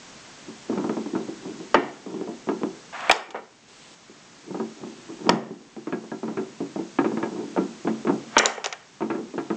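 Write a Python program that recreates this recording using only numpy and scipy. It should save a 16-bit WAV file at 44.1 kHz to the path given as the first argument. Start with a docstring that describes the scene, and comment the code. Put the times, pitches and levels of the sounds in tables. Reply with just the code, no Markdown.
"""Dull wooden knocks, dragging rumbles and hard steel clicks: a hand pulls apart a frame of magnetic rods and balls.
Balls rock, rebound and drag on a wooden table, whose modes ring; pieces slap and snap together, ringing resonances
through a crack and a chatter of tiny bounces. Skids and arm rustles are coloured noise.
A small camera microphone close by hisses; its limiter ducks after loud bursts, and its band is narrow."""
import sys
import numpy as np
from scipy import signal
from scipy.io import wavfile
from scipy.ndimage import uniform_filter1d, minimum_filter1d

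SR = 44100
rng = np.random.default_rng(int(sys.argv[2]) if len(sys.argv) > 2 else 0)


def persist_wave(psi):
    """Save psi, clipped to +-1, as 16-bit WAV."""
    counts = np.round(np.clip(psi, -1, 1) * 32767).astype(np.int16)
    wavfile.write(sys.argv[1], SR, np.atleast_2d(counts).T)


N = 421596
TIME = np.arange(N) / SR
AGE = TIME[:SR // 2]  # time since a blow, s
EDGES = np.geomspace(30, 9000, 25)  # noise band edges, Hz
CENTRES = np.sqrt(EDGES[1:] * EDGES[:-1])
# windows in samples: 20 ms for the loudness of a knock, 3 ms for that of a snap
ATTACK, CRACK = SR // 50, SR // 333

# modes of the table top with the frame on it: [f/Hz, level/dB, t60/s]
TABLE_MODES = [(138.1, -15, 0.58), (188.9, -5.5, 0.31), (222.4, -2.5, 0.44), (272, -13, 0.18),
               (283.9, -0.5, 0.29), (329.9, 4.5, 0.25), (356.8, -1.5, 0.24), (381, 0.5, 0.28),
               (436.4, -1.5, 0.17), (496, -15.5, 0.39), (581, -11.5, 0.18), (629, -9.5, 0.073),
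               (700, -12.5, 0.23), (777, -11, 0.17), (870, -24, 0.27), (907, -6, 0.11), (968, -17, 0.24),
               (1093, -9.5, 0.067), (1252, -7, 0.078), (1360, -14.5, 0.24), (1485, -15, 0.084),
               (1645, -11.5, 0.12), (1960, -28, 0.068), (2000, -31.5, 0.1), (2340, -18.5, 0.11),
               (2560, -20, 0.063)]
# balls dragged over the wood: [start/s, strongest/s, end/s, level at the strongest/dB]
# a row that ends before its strongest is cut off while it swells
DRAGS = [(.46, .49, .54, -28), (.685, .705, 0.91, -18.5), (1.12, 1.15, 1.3, -22), (1.39, 1.46, 1.71, -26),
         (2.05, 2.11, 2.39, -23), (4.44, 4.59, 4.52, -17.5), (4.76, 4.82, 5.0, -26.5),
         (5.03, 5.1, 5.2, -29.5), (5.19, 5.28, 5.3, -15), (7.28, 7.345, 7.55, -19)]
DRAG_FADE_DB = 15.5  # how far below its strongest a full drag starts and ends


def from_db(db):
    """Decibels to gain."""
    return 10 ** (np.asarray(db) / 20)


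def at_hz(points, hz):
    """Read a table along a log-frequency axis."""
    f, value = np.transpose(points)
    return np.interp(np.log(hz), np.log(f), value)


def rms(x):
    """Root mean square along time."""
    return np.sqrt(np.mean(x ** 2, axis=-1, keepdims=True) + 1e-20)


def dying(t60):
    """Exponential decays, each falling 60 dB in its t60."""
    return from_db(-60 * AGE / np.asarray(t60)[..., None])


def add(out, s, sound):
    """Mix a sound in at time s."""
    i = min(int(s * SR), N)
    out[i:i + len(sound)] += sound[:N - i]


def bandpass(x, low_hz, high_hz, order=4):
    """Butterworth band-pass."""
    return signal.sosfilt(signal.butter(order, [low_hz, high_hz], "band", fs=SR, output="sos"), x)


def noise_bands():
    """Noise in bands about a third of an octave wide, rms 1 each."""
    white = rng.standard_normal((2, N + len(AGE)))
    bands = [bandpass(white[k % 2], EDGES[k], EDGES[k + 1], order=2) for k in range(len(CENTRES))]
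    bands = np.array(bands)
    return bands / rms(bands)


def band_gains(colour):
    """Gain of each band for a spectrum in dB per Hz, total power 1."""
    gains = from_db(at_hz(colour, CENTRES)) * np.sqrt(np.diff(EDGES))
    return gains / np.linalg.norm(gains)


def swells(moves, fade_db):
    """Gain over time: each move of the hand swells towards its strongest and fades, within its start and end."""
    gain = np.zeros(N)
    for start, strongest, end, db in moves:
        swell_db = np.interp(TIME, [start, strongest, end], [-fade_db, 0, -fade_db])
        gain += from_db(db + swell_db) * (TIME >= start) * (TIME < end)
    return gain


def knocks(bands, ring_db=-1.5, thud_db=-5.0, room_db=-16.0, room_rise_s=0.0027,
           tap_db=0.0, tap_hz=1200, tap_t60=0.0015):
    """Each blow starts with a tap, rings the table's modes, gives a thud of dense modes and wakes the room."""
    # the crowd of weaker table modes: [f/Hz, level per Hz/dB]
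    thud_colour = [(50, -56.5), (100, -43), (200, 0.5), (350, 0.5), (530, -12), (900, -12.5), (1400, -16),
                   (2300, -21.5), (3200, -32), (4000, -26.5), (7000, -50.5)]
    # how fast a blow dies in the wood: [f/Hz, t60/s]
    wood_t60 = [(200, 0.14), (800, 0.06), (2500, 0.098), (6000, 0.06)]
    # how fast it dies in the room: [f/Hz, t60/s]
    room_t60 = [(150, 0.55), (400, 0.64), (1000, 0.44), (2500, 0.25), (7000, 0.12)]
    out = np.zeros(N)
    room = from_db(room_db) * dying(at_hz(room_t60, CENTRES)) * (1 - np.exp(-AGE / room_rise_s))
    decay = np.hypot(dying(at_hz(wood_t60, CENTRES)), room)
    tap = np.sin(2 * np.pi * tap_hz * AGE) * dying(tap_t60)
    modes = table_modes()
    for s, db, lift in blows():
        i = min(int(s * SR), N)
        thud = bands[:, i:i + len(AGE)] * decay
        gains = band_gains(thud_colour) * from_db(at_hz(lift, CENTRES))
        thud = (gains / rms(thud[:, :ATTACK])[:, 0]) @ thud
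        sound = from_db(tap_db + at_hz(lift, tap_hz)) * tap
        sound = sound + from_db(thud_db) * thud
        sound = sound + from_db(ring_db) * table_ring(modes, lift)
        add(out, s, from_db(db) * sound)
    return out


def blows():
    """All that strikes the table, as (s, dB, colour): slams, knocks with their rebounds, and trips."""
    # a section of the frame slams flat: [t/s, bass level/dB, lift at 900 Hz/dB, lift at 2400 Hz/dB]
    slam_hits = [(1.7439, -15.5, 18, 10), (3.0957, -20, 22, 4), (3.3449, -32, 23, 7),
                 (5.2917, -10, 21.5, -9.5), (8.3654, -13.5, 2.5, -24)]
    # a ball of the frame knocks: [t/s, level before colouring/dB, contact corner f/Hz]
    # a harder, shorter contact reaches higher
    knock_hits = [(0.6973, -24.5, 1200), (0.7277, -33, 1600), (0.751, -28, 550), (0.7752, -24, 1800),
                  (0.8417, -25, 1300), (0.894, -24.5, 1790), (0.9677, -24, 910), (1.0595, -29.5, 754),
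                  (1.134, -24, 515), (1.1515, -25.5, 1600), (1.287, -30.5, 730), (1.453, -34, 880),
                  (1.602, -33, 600), (1.774, -20, 1100), (2.0623, -30.5, 1200), (2.14, -29.5, 750),
                  (2.2118, -28.5, 1100), (2.2747, -26, 1010), (2.472, -30.5, 1100), (2.4882, -18.5, 1800),
                  (2.613, -28.5, 760), (2.6338, -22, 1244), (3.275, -35.5, 900), (4.096, -39, 490),
                  (4.5063, -28.5, 800), (4.5444, -26.5, 1700), (4.5982, -23.5, 1480), (4.835, -36.5, 1194),
                  (5.098, -39.5, 1296), (5.268, -26, 1390), (5.2923, 1, 171), (5.3196, -7, 330),
                  (5.342, -13, 210), (5.5076, -24.5, 550), (5.765, -27, 830), (5.8707, -24, 2100),
                  (5.9242, -20, 2480), (6.038, -35, 1000), (6.1158, -24.5, 1601), (6.2308, -24, 1600),
                  (6.2799, -23, 1500), (6.3713, -21.5, 2450), (6.6044, -23, 917), (6.7592, -24, 1000),
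                  (6.7887, -24, 751.4), (6.9865, -16, 2800), (7.044, -19.5, 2400), (7.1167, -24, 850),
                  (7.172, -23.5, 2100), (7.228, -22, 2700), (7.5635, -20, 900), (7.574, -20.5, 1952),
                  (7.8484, -25.5, 780), (7.8727, -19.5, 2110), (8.0497, -23, 650), (8.0706, -21.5, 2690),
                  (8.094, -18.5, 1050), (9.0064, -20.5, 1510), (9.02, -21.5, 2000), (9.101, -18.5, 3000),
                  (9.126, -26, 650), (9.1483, -29, 2400), (9.178, -24, 520), (9.3376, -27.5, 960),
                  (9.379, -23.5, 4000), (9.5026, -20, 2010)]
    # after each knock the frame rocks and lands once more, weaker and softer
    rebound_s, jitter, loss_db, corner_share = 0.024, 0.3, 13, 0.58
    out = [(s, db, [(380, 0.015), (900, mid_db), (2400, top_db)]) for s, db, mid_db, top_db in slam_hits]
    for s, db, corner_hz in knock_hits:
        delay = rebound_s * (1 + jitter * rng.uniform(-1, 1))
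        out.append((s, db, contact_lift(corner_hz)))
        out.append((s + delay, db - loss_db, contact_lift(corner_hz * corner_share)))
    return out + trips()


def trips(per_s=18, level_db=-9.5, spread_db=0.5, corner_hz=620):
    """A dragged ball trips in soft knocks at uneven intervals that follow the push, as (s, dB, colour)."""
    push = swells(DRAGS, DRAG_FADE_DB)
    out = []
    for slot in range(int(N / SR * per_s) - 1):
        s = (slot + rng.random()) / per_s
        size_db = rng.uniform(-spread_db, spread_db)
        strength = push[int(s * SR)]
        if strength > 0:
            out.append((s, 20 * np.log10(strength) + level_db + size_db, contact_lift(corner_hz)))
    return out


def contact_lift(corner_hz, steepness=6.5):
    """Colour of a knock as (Hz, dB): above the corner, power falls with frequency to the steepness."""
    # steel on wood favours the middle: [f/Hz, lift/dB]
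    steel_lift = [(130, -1), (380, 0), (900, 2.5), (2400, 3.5)]
    return [(hz, db - 10 * np.log10(1 + (hz / corner_hz) ** steepness)) for hz, db in steel_lift]


def table_modes():
    """The free ring of each of the table's modes, a dying sine."""
    hz, db, t60 = np.transpose(TABLE_MODES)
    return from_db(db)[:, None] * np.sin(2 * np.pi * hz[:, None] * AGE) * dying(t60)


def table_ring(modes, lift, spread_db=4.5):
    """The table's modes; every point of contact gives them other strengths and signs."""
    hz = np.transpose(TABLE_MODES)[0]
    strength = from_db(rng.normal(0, spread_db, len(hz))) * rng.choice([-1, 1], len(hz))
    ring = (strength * from_db(at_hz(lift, hz))) @ modes
    return ring / rms(strength @ modes[:, :ATTACK])


def drags(level_db=-10.0, bumps_per_s=250, mid_db=-3.0, top_db=-16.5):
    """The grain of the wood bumps a dragged ball; the bumps ring the table softly."""
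    bumps = (rng.random(N) < bumps_per_s / SR) * rng.standard_normal(N)
    lift = [(380, 0.025), (900, mid_db), (2400, top_db)]
    ring = table_ring(table_modes(), lift, spread_db=1.5)
    rumble = signal.fftconvolve(bumps, ring)[:N]
    return from_db(level_db) * swells(DRAGS, DRAG_FADE_DB) * rumble / rms(rumble)


def table_top(force, low_hz=125, high_hz=3300):
    """The board radiates no deep bass, and the wood soaks up the treble."""
    return bandpass(force, low_hz, high_hz)


def clacks():
    """Pieces slapping onto the frame or the table ring the jointed frame."""
    # slaps: [t/s, loudest level/dB, chatter t60/s, tilt per octave/dB]
    clack_hits = [(1.7441, -5.5, 0.069, -3.5), (3.096, 3, 0.045, -1.5), (3.121, -2, 0.028, -6.5),
                  (3.345, -19, 0.044, -9.5), (3.355, -17.5, 0.16, -9), (5.2932, -5, 0.05, -6.5),
                  (5.3193, -30, 0.022, 2), (8.367, 3.5, 0.043, -1), (8.3956, -2, .04, -2),
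                  (8.4335, -8, .016, -5.5), (8.451, -11, 0.095, -7), (8.578, -20, .036, -8.5),
                  (8.6419, -19, 0.1, 0), (8.6607, -15.5, 0.01, -7), (8.7252, -22.5, 0.091, 1)]
    # resonances of the jointed frame: [f/Hz, width/Hz, level/dB]
    frame = [(416, 90, -3.5), (668, 250, 0.5), (784, 90, 6), (925, 105, -2), (1075, 54, 2.5),
             (1260, 380, 0), (1656, 170, 0.5), (1820, 88, 5), (2347, 180, 2), (2635, 250, -4),
             (3076, 680, -6)]
    return snaps(clack_hits, frame, room_db=-14.0, room_t60=0.45, crack=8.4, bounces_per_s=2200)


def clicks():
    """Steel meeting steel rings the high resonances of a rod on a ball."""
    # clicks: [t/s, loudest level/dB, chatter t60/s, tilt per octave/dB]
    click_hits = [(1.745, -21.5, 0.017, -2.5), (3.006, -35, 0.035, -7), (3.095, -7, 0.01, 29),
                  (3.113, 8, 0.02, -8), (3.1132, -9.5, .014, 18), (3.1285, -21, .012, 4),
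                  (3.163, -20, 0.027, 11), (3.306, -26.5, .039, -8), (5.2932, 0.5, 0.014, -3),
                  (8.3811, 1.5, 0.028, 6), (8.3892, 3, .013, 10.5), (8.4576, 3, 0.0051, 8),
                  (8.468, -20, .045, -9), (8.6424, -16, 0.049, -2), (8.6598, -12.5, 0.0039, 5),
                  (8.669, -21, .031, -14), (8.7257, -21, .027, 0.5)]
    # resonances of a rod clicking on a ball: [f/Hz, width/Hz, level/dB]
    rod = [(760, 1300, -13.5), (2020, 140, -6), (2760, 960, -3), (3850, 320, 0), (4460, 1400, -8),
           (5590, 400, -1), (6220, 520, -6.5), (7070, 180, -5), (12300, 2400, -17)]
    return snaps(click_hits, rod, room_db=-28.0, room_t60=0.33, crack=5.6, bounces_per_s=1700)


def snaps(hits, resonances, room_db, room_t60, crack, bounces_per_s, spread_db=1.5):
    """A magnet hits with a crack and chatters to rest in tiny bounces; the part rings, then the room."""
    out = np.zeros(N)
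    share = np.clip(bounces_per_s / SR, 0.01, 1)  # chance of a bounce in each sample
    # a small part radiates little below its lowest resonance or above its highest
    low_hz = 0.81 * resonances[0][0]
    high_hz = min(1.7 * resonances[-1][0], 0.45 * SR)
    for s, db, t60, tilt_db in hits:
        bounces = (rng.random(len(AGE)) < share) * rng.choice([-1, 1], len(AGE)) / np.sqrt(share)
        room = from_db(room_db) * rng.standard_normal(len(AGE)) * dying(room_t60)
        # the room comes up as the chatter dies
        force = bounces * dying(t60) + room * (1 - dying(t60))
        force[0] = crack
        sound = np.zeros(len(AGE))
        for k, (hz, width, mode_db) in enumerate(resonances):
            gain_db = mode_db + tilt_db * np.log2(hz / 2000) + rng.normal(0, spread_db)
            ring = signal.lfilter(*signal.iirpeak(hz, hz / width, fs=SR), force)
            sound += (-1) ** k * from_db(gain_db) * ring
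        sound = bandpass(sound, low_hz, high_hz)
        loudest = np.sqrt(uniform_filter1d(sound ** 2, size=CRACK, mode="constant").max())
        add(out, s, from_db(db) * sound / loudest)
    return out


def skids(bands):
    """Loose pieces skid: coloured noise that starts at once and grows as the magnets draw together."""
    # skids: [start/s, end/s, level at the end/dB, growth per s/dB]
    skid_moves = [(2.927, 3.094, -30, 28), (8.28, 8.369, -31, 362)]
    # spectrum of the skidding: [f/Hz, level per Hz/dB]
    skid_colour = [(100, -41), (500, -13.5), (750, -1), (1300, -3.5), (1900, -7), (3000, -14), (4200, -26),
                   (8000, -34)]
    gain = np.zeros(N)
    for start, end, db, growth in skid_moves:
        gain += from_db(db - growth * np.abs(end - TIME)) * (TIME >= start) * (TIME < end)
    return gain * (band_gains(skid_colour) @ bands[:, :N])


def rustles(bands):
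    """Faint rustles as the arm moves: coloured noise under gentle swells."""
    # rustles: [start/s, strongest/s, end/s, level/dB]; a row that ends before its start is silent
    rustle_moves = [(0, .1, 1, -56), (3.68, 3.85, 3.95, -43), (7.4, 8.1, 6.3, -48)]
    # spectrum of the rustling: [f/Hz, level per Hz/dB]
    rustle_colour = [(100, -13), (300, 3), (700, -2.5), (1500, -7.5), (3000, -4), (7500, -8.5)]
    return swells(rustle_moves, fade_db=2) * (band_gains(rustle_colour) @ bands[:, -N:])


def room_floor(bands, level_db=-45.5):
    """Steady room tone and microphone hiss, from the noise bands read backwards."""
    # spectrum of the floor: [f/Hz, level per Hz/dB]
    floor_colour = [(30, -8.5), (80, -13.5), (150, 2), (230, 2), (330, -0.5), (480, -5), (800, -4.5),
                    (1500, -6), (3500, -9), (6000, -10), (7500, -5.5), (8800, -27.5)]
    return from_db(level_db) * (band_gains(floor_colour) @ bands[:, ::-1][:, :N])


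def scene():
    """Blows, friction, snaps and the floor, in one channel."""
    bands = noise_bands()
    wood = table_top(knocks(bands) + drags())
    steel = clacks() + clicks()
    background = skids(bands) + rustles(bands) + room_floor(bands)
    return (wood + steel + background)[None]


def limiter(x, ceiling_db=-7.0, release_s=0.86):
    """Bursts over the ceiling pull the gain down at once; it creeps back over about a second."""
    level_db = 10 * np.log10(np.abs(uniform_filter1d(x[0] ** 2, size=CRACK)) + 1e-12)
    over = np.maximum(level_db - ceiling_db, 1e-6)
    # the excess in dB jumps up with each burst and decays exponentially
    held = np.exp(np.maximum.accumulate(np.log(over) + TIME / release_s) - TIME / release_s)
    # a running maximum looks slightly ahead of each burst
    ahead = -minimum_filter1d(-held, size=CRACK)
    return x * from_db(-uniform_filter1d(ahead, size=CRACK))


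def record(dry, lopsided=0.078, overload=0.88, cutoff_hz=8150):
    """The limiter, a slightly lopsided overload on peaks that slip past it, then the camera's narrow band."""
    x = limiter(dry)
    x = x / (1 + (x / overload) ** 4) ** 0.25
    x = x - lopsided * x ** 2
    return signal.sosfilt(signal.cheby1(14, 0.1, cutoff_hz, fs=SR, output="sos"), x)


dry = scene()
out = record(dry)
persist_wave(out)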